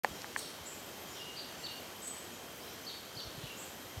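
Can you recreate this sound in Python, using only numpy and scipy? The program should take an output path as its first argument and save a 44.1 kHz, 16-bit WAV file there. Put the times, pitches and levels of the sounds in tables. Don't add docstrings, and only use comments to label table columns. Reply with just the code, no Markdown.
import sys
import numpy as np
from scipy import signal
from scipy.fft import rfft, irfft
from scipy.io import wavfile
from scipy.ndimage import uniform_filter1d

SR = 44100
rng = np.random.default_rng(int(sys.argv[2]) if len(sys.argv) > 2 else 0)


def put_to_file(sound):
    columns = np.atleast_2d(sound).T
    safe = np.clip(columns, -1, 1)
    whole_steps = np.round(safe * 32767)
    wavfile.write(sys.argv[1], SR, whole_steps.astype(np.int16))


N = 176400
T = np.arange(N) / SR
HZ = np.fft.rfftfreq(N, 1 / SR)


def amp(db):
    return 10 ** (np.asarray(db) / 20)


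def unit(x):
    return x / np.sqrt(np.mean(x ** 2) + 1e-20)


def add(mix, s, sound):
    at = round(s * SR)
    sound = sound[max(-at, 0):]
    part = mix[max(at, 0):][:len(sound)]
    part += sound[:len(part)]


def noise(gain):
    return unit(irfft(rfft(rng.standard_normal(N)) * gain, N))


def coloured(colour):
    hz, db = np.transpose(colour)
    return noise(amp(np.interp(np.log(HZ + 1), np.log(hz + 1), db)))


def band(centre_hz, width_hz):
    return noise(np.exp(-2 * ((HZ - centre_hz) / width_hz) ** 2))


def wash(level_db=-48.5, patch_db=0.7, swell_db=.45):
    # (frequency [Hz], relative level [dB])
    colour = [(20, -23), (35, -16), (55, -12), (82, -2.5), (110, -5), (180, -1.5), (320, 0.5), (600, -1.5),
              (1000, -5), (1500, -6.5), (1900, -8), (2600, -9), (4000, -11), (7000, -13.5), (10000, -18.5),
              (13500, -21), (15800, -26.5)]
    _, t, spectrum = signal.stft(coloured(colour), SR, nperseg=1024, noverlap=768)
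    patches = uniform_filter1d(rng.standard_normal(spectrum.shape), size=10, axis=0)
    patches = unit(uniform_filter1d(patches, size=12, axis=1))
    swell = unit(uniform_filter1d(rng.standard_normal(len(t)), size=50))
    spectrum = spectrum * amp(patch_db * patches + swell_db * swell)
    return amp(level_db) * unit(signal.istft(spectrum, nperseg=1024, noverlap=768)[1][:N])


def insects(shrill_db=-67, whine_s=0.51):
    # (centre [Hz], width [Hz], level [dB])
    choirs = [(3160, 246, -61), (6150, 390, -68.5)]
    # (centre [Hz], width [Hz])
    shrill = [(12370, 440), (12740, 260)]
    # (time [s], starting pitch [Hz], level [dB])
    whines = [(-.2, 12150, -65), (.06, 12400, -73), (.73, 12130, -65), (.76, 12360, -67),
              (1.42, 12600, -72), (1.66, 12140, -66), (1.98, 12450, -66), (2.55, 12200, -79),
              (2.61, 12160, -66), (3.03, 12500, -73), (3.46, 12550, -69), (3.54, 12130, -65)]
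    out = sum(amp(db) * band(hz, width) for hz, width, db in choirs)
    out += amp(shrill_db) * sum(band(hz, width) for hz, width in shrill)
    u = np.arange(0, whine_s, 1 / SR) / whine_s
    sag_hz = u * (408.8 - 137.24 * u)
    envelope = np.sin(np.pi * u ** 0.59) ** 0.37
    for s, hz, db in whines:
        tone = np.sin(2 * np.pi * np.cumsum(hz - sag_hz) / SR)
        flutter = 1 + 0.65 * band(0, width_hz=72)[:len(u)]
        add(out, s, amp(db) * unit(flutter * envelope * tone))
    return out


def bumps(sag=0.36, roughness=1.6):
    # (time [s], length [s], middle pitch [Hz], level [dB])
    thuds = [(.04, 0.016, 231, -50), (.085, 0.067, 112, -48), (.58, 0.067, 85, -56),
             (3.152, 0.041, 126, -49.5), (3.245, 0.046, 85.5, -45.5), (3.351, 0.055, 110, -48),
             (3.359, 0.18, 56, -61), (3.406, 0.073, 154, -47), (3.838, 0.036, 100, -51),
             (3.955, 0.047, 94.6, -42)]
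    out = np.zeros(N)
    for s, length, hz, db in thuds:
        t = np.arange(0, length, 1 / SR)
        pitch = hz * (1 + sag * (1 - 2 * t / length))
        tone = np.sin(2 * np.pi * np.cumsum(pitch) / SR)
        rumble = roughness * band(hz, .75 * hz)[:len(t)]
        add(out, s, amp(db) * np.hanning(len(t)) * unit(tone + rumble))
    return out


def clicks():
    # (frequency [Hz], relative level [dB], time to fall 60 dB [s])
    modes = [(575, -22, 0.076), (857, -6.5, 0.03), (997, 2.5, 0.0071), (1766, 4, 0.0067), (2200, -24, 0.02),
             (4300, -14.5, 0.0087), (6600, -18, .005), (9900, -24, 0.016)]
    # (time [s], peak [dB], low cut [Hz], high cut [Hz], second contact after [s], its gain [x])
    snaps = [(0.0465, -11.2, 430, 13000, 0.004, 0.21), (.2190, -28, 4300, 8500, 0.00079, 0.27),
             (.2440, -30, 1010, 2060, 0.0014, 0.2), (0.3624, -18.5, 1200, 2420, 0.00185, 0.16),
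             (.5015, -39, 8500, 13000, .001, 0.13)]
    out, t = np.zeros(N), T[:2048]
    ring = sum(amp(db - 60 * t / t60) * np.sin(2 * np.pi * hz * t) for hz, db, t60 in modes)
    for s, db, low_hz, high_hz, again_s, again_gain in snaps:
        snap = signal.sosfilt(signal.butter(4, low_hz, "high", fs=SR, output="sos"), ring)
        snap = signal.sosfilt(signal.butter(2, high_hz, fs=SR, output="sos"), snap)
        snap = amp(db) * snap / abs(snap).max()
        add(out, s, snap)
        add(out, s + again_s, again_gain * snap)
    return out


def note(length, first_hz, top_hz, last_hz, peak=.5, edge=0.059, db_per_octave=0,
         trill_depth_hz=0, trill_rate_hz=130.2, waver=0.0057, fray_hz=0):
    t = np.arange(0, length, 1 / SR)
    u = t / length
    fall = np.maximum(u - peak, 0) / (1 - peak)
    rise_hz = (first_hz - top_hz) * (1 - u / peak) ** 2
    arch_hz = top_hz + np.where(u < peak, rise_hz, (last_hz - top_hz) * fall ** 1.35)
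    envelope = np.sin(np.pi / 2 * np.clip(np.minimum(u, 1 - u) / edge, 0, 1)) ** 2
    envelope *= amp(db_per_octave * np.log2(arch_hz / top_hz))
    wander = np.interp(u, np.linspace(0, 1, 12), rng.standard_normal(12))
    jitter = unit(uniform_filter1d(rng.standard_normal(len(t)), size=40))
    trill = trill_depth_hz * np.sin(2 * np.pi * trill_rate_hz * t)
    pitch = arch_hz * (1 + waver * wander) + trill + fray_hz * fall ** 2 * jitter
    return unit(envelope * np.sin(2 * np.pi * np.cumsum(pitch) / SR))


def leaves(x, scatter_db=-7, decay_s=.016):
    t = T[:2048]
    cloud = rng.standard_normal(len(t)) * np.exp(-t / decay_s)
    path = amp(scatter_db) * cloud / np.linalg.norm(cloud) + (t == 0)
    heard = signal.fftconvolve(x, path)
    return heard * np.linalg.norm(x) / np.linalg.norm(heard)


def forest(x, quick_t60=0.74, late_t60=1.1, late_db=-18.5, build_s=0.007, trunks_s=0.031):
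    t = T[:SR]
    tails = amp(-60 * t / quick_t60) + amp(late_db - 60 * t / late_t60)
    build = 1 - np.exp(-t / build_s)
    cluster = amp(np.exp(-((t - trunks_s) / 0.0091) ** 2))
    hz, age, spectrum = signal.stft(rng.standard_normal(SR), SR, nperseg=256)
    air = amp(-19 * age * (hz[:, None] / 8000) ** 2)
    scatter = signal.istft(spectrum * air, SR, nperseg=256)[1][:SR]
    echo = signal.fftconvolve(x, tails * build * cluster * scatter)
    return echo * np.linalg.norm(x) / np.linalg.norm(echo)


def birds():
    # (time [s], length [s], first [Hz], top [Hz], last [Hz], echo level [dB])
    far_notes = [(0.085, 0.04, 6950, 7150, 6880, -59), (.12, 0.092, 4900, 5860, 4940, -59),
                 (0.156, 0.037, 3940, 4050, 3870, -58), (0.336, 0.028, 5540, 6200, 5800, -57),
                 (0.393, 0.0223, 5200, 5700, 4950, -48.5), (1.068, 0.053, 6600, 7080, 6860, -57.5),
                 (1.111, 0.094, 4700, 5800, 4550, -56.5), (1.324, 0.04, 3780, 4200, 3500, -57),
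                 (1.536, 0.1, 7250, 7480, 7400, -62), (1.583, 0.03, 4350, 6200, 3670, -54.5),
                 (2.305, 0.047, 6600, 7000, 6750, -59.5), (2.651, .03, 4000, 4050, 4000, -58),
                 (2.678, 0.023, 4480, 5950, 5000, -54), (2.826, 0.026, 6140, 6280, 6150, -59.5),
                 (3.202, 0.026, 5000, 5880, 4940, -54), (3.442, 0.0293, 2900, 3000, 2450, -51.5)]
    # (time [s], length [s], pitch [Hz], echo level [dB])
    burrs = [(.403, .034, 4240, -48.5), (1.152, 0.034, 3580, -50), (3.398, .016, 3710, -53),
             (3.422, 0.027, 3830, -51)]
    # (time [s], length [s], first [Hz], top [Hz], trill depth [Hz], echo level [dB], dry/wet [dB])
    seeps = [(0.658, 0.023, 6760, 7700, 370, -44.5, -5), (2.019, 0.018, 7040, 8000, 120, -44.5, -6),
             (2.028, 0.06, 7960, 8110, 15, -43.5, -9), (2.038, 0.022, 6180, 6850, 27, -49, -7),
             (3.57, 0.036, 6250, 7800, 450, -48, -6)]
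    # (time [s], length [s], pitch [Hz], echo level [dB])
    whistles = [(1.192, 0.047, 2848, -50.5), (1.262, 0.042, 2870, -51.5), (1.622, 0.033, 2850, -54.5),
                (1.68, 0.044, 2857, -50.5), (3.468, .06, 2770, -54)]
    # (time [s], length [s], top [Hz], echo level [dB], dry/wet [dB])
    chirps = [(1.36, 0.044, 4750, -45, -3), (1.635, 0.041, 4556, -45, 1), (2.863, .044, 4582, -44.3, -2),
              (3.166, .045, 4593, -44.6, -2)]
    # (time [s], length [s], first [Hz], top [Hz], echo level [dB])
    flicks = [(2.606, 0.037, 4500, 5450, -60), (2.848, 0.0075, 4440, 5300, -55),
              (3.151, 0.0086, 4400, 5160, -52)]
    out = np.zeros(N)

    def sing(s, call, echo_db, dry_wet_db):
        add(out, s, amp(echo_db + dry_wet_db) * leaves(call))
        add(out, s, amp(echo_db) * forest(call))

    for s, length, first, top, last, db in far_notes:
        sing(s, note(length, first, top, last), db, dry_wet_db=-6)
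    sing(.371, rasp(length=0.027), echo_db=-45.5, dry_wet_db=2.5)
    for s, length, hz, db in burrs:
        sing(s, note(length, hz, hz, .88 * hz, trill_depth_hz=470, waver=0.036), db, dry_wet_db=-6)
    for s, length, first, top, depth, db, dry_wet_db in seeps:
        seep = note(length, first, top, .94 * top, peak=0.554, edge=0.034, trill_depth_hz=depth)
        sing(s, seep, db, dry_wet_db)
    for s, length, hz, db in whistles:
        sing(s, note(length, .99 * hz, hz, .99 * hz, waver=.011), db, dry_wet_db=-1)
    for s, length, top, db, dry_wet_db in chirps:
        chirp = note(length, .86 * top, top, .67 * top, peak=.38, edge=.1, db_per_octave=3, fray_hz=520)
        sing(s, chirp, db, dry_wet_db)
    for s, length, first, top, db in flicks:
        sing(s, note(length, first, top, top, peak=.9), db, dry_wet_db=0)
    return out


def rasp(length, squeak_at_s=.019, squeak_s=.0095, top_hz=4650):
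    # (frequency [Hz], relative level [dB])
    colour = [(3000, -22), (4300, 5), (5300, -11), (6800, -2.5), (8200, 2), (9300, -2), (10400, -10),
              (12500, -14), (15500, -13)]
    harmonics = [1, 4, -7]
    size = round(length * SR)
    sizzle = coloured(colour)[:size] * signal.windows.tukey(size, .12)
    arch = np.sin(np.pi * np.arange(0, squeak_s, 1 / SR) / squeak_s)
    cycles = np.cumsum(top_hz * (1 - .33 * (1 - arch))) / SR
    squeak = sum(amp(db) * np.sin(2 * np.pi * k * cycles) for k, db in enumerate(harmonics, 1))
    add(sizzle, squeak_at_s, squeak * np.sqrt(abs(arch)))
    return unit(sizzle)


def rustle(grain_db=3):
    # (frequency [Hz], relative level [dB])
    colour = [(5000, -40), (9000, -4), (11000, -4), (13500, 3), (16000, -3)]
    # (time [s], level [dB])
    envelope = [(2.46, -74), (2.52, -61), (2.545, -64), (2.567, -56.5), (2.60, -61), (2.68, -58),
                (2.74, -76)]
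    grains = unit(coloured(colour) * amp(grain_db * band(0, width_hz=300)))
    return grains * amp(np.interp(T, *np.transpose(envelope), left=-120, right=-120))


def scene():
    mono = wash() + insects() + bumps() + clicks() + birds() + rustle()
    return np.array([mono, mono])


def record(dry, start_s=.035, low_cut_hz=39, high_cut_hz=15850):
    low_cut = signal.butter(3, low_cut_hz, "high", fs=SR, output="sos")
    band_limit = signal.firwin(511, high_cut_hz, window=("kaiser", 9), fs=SR)
    thinned = signal.sosfilt(low_cut, dry * (T > start_s))
    return signal.oaconvolve(thinned, band_limit[None], "same")


dry = scene()
out = record(dry)
put_to_file(out)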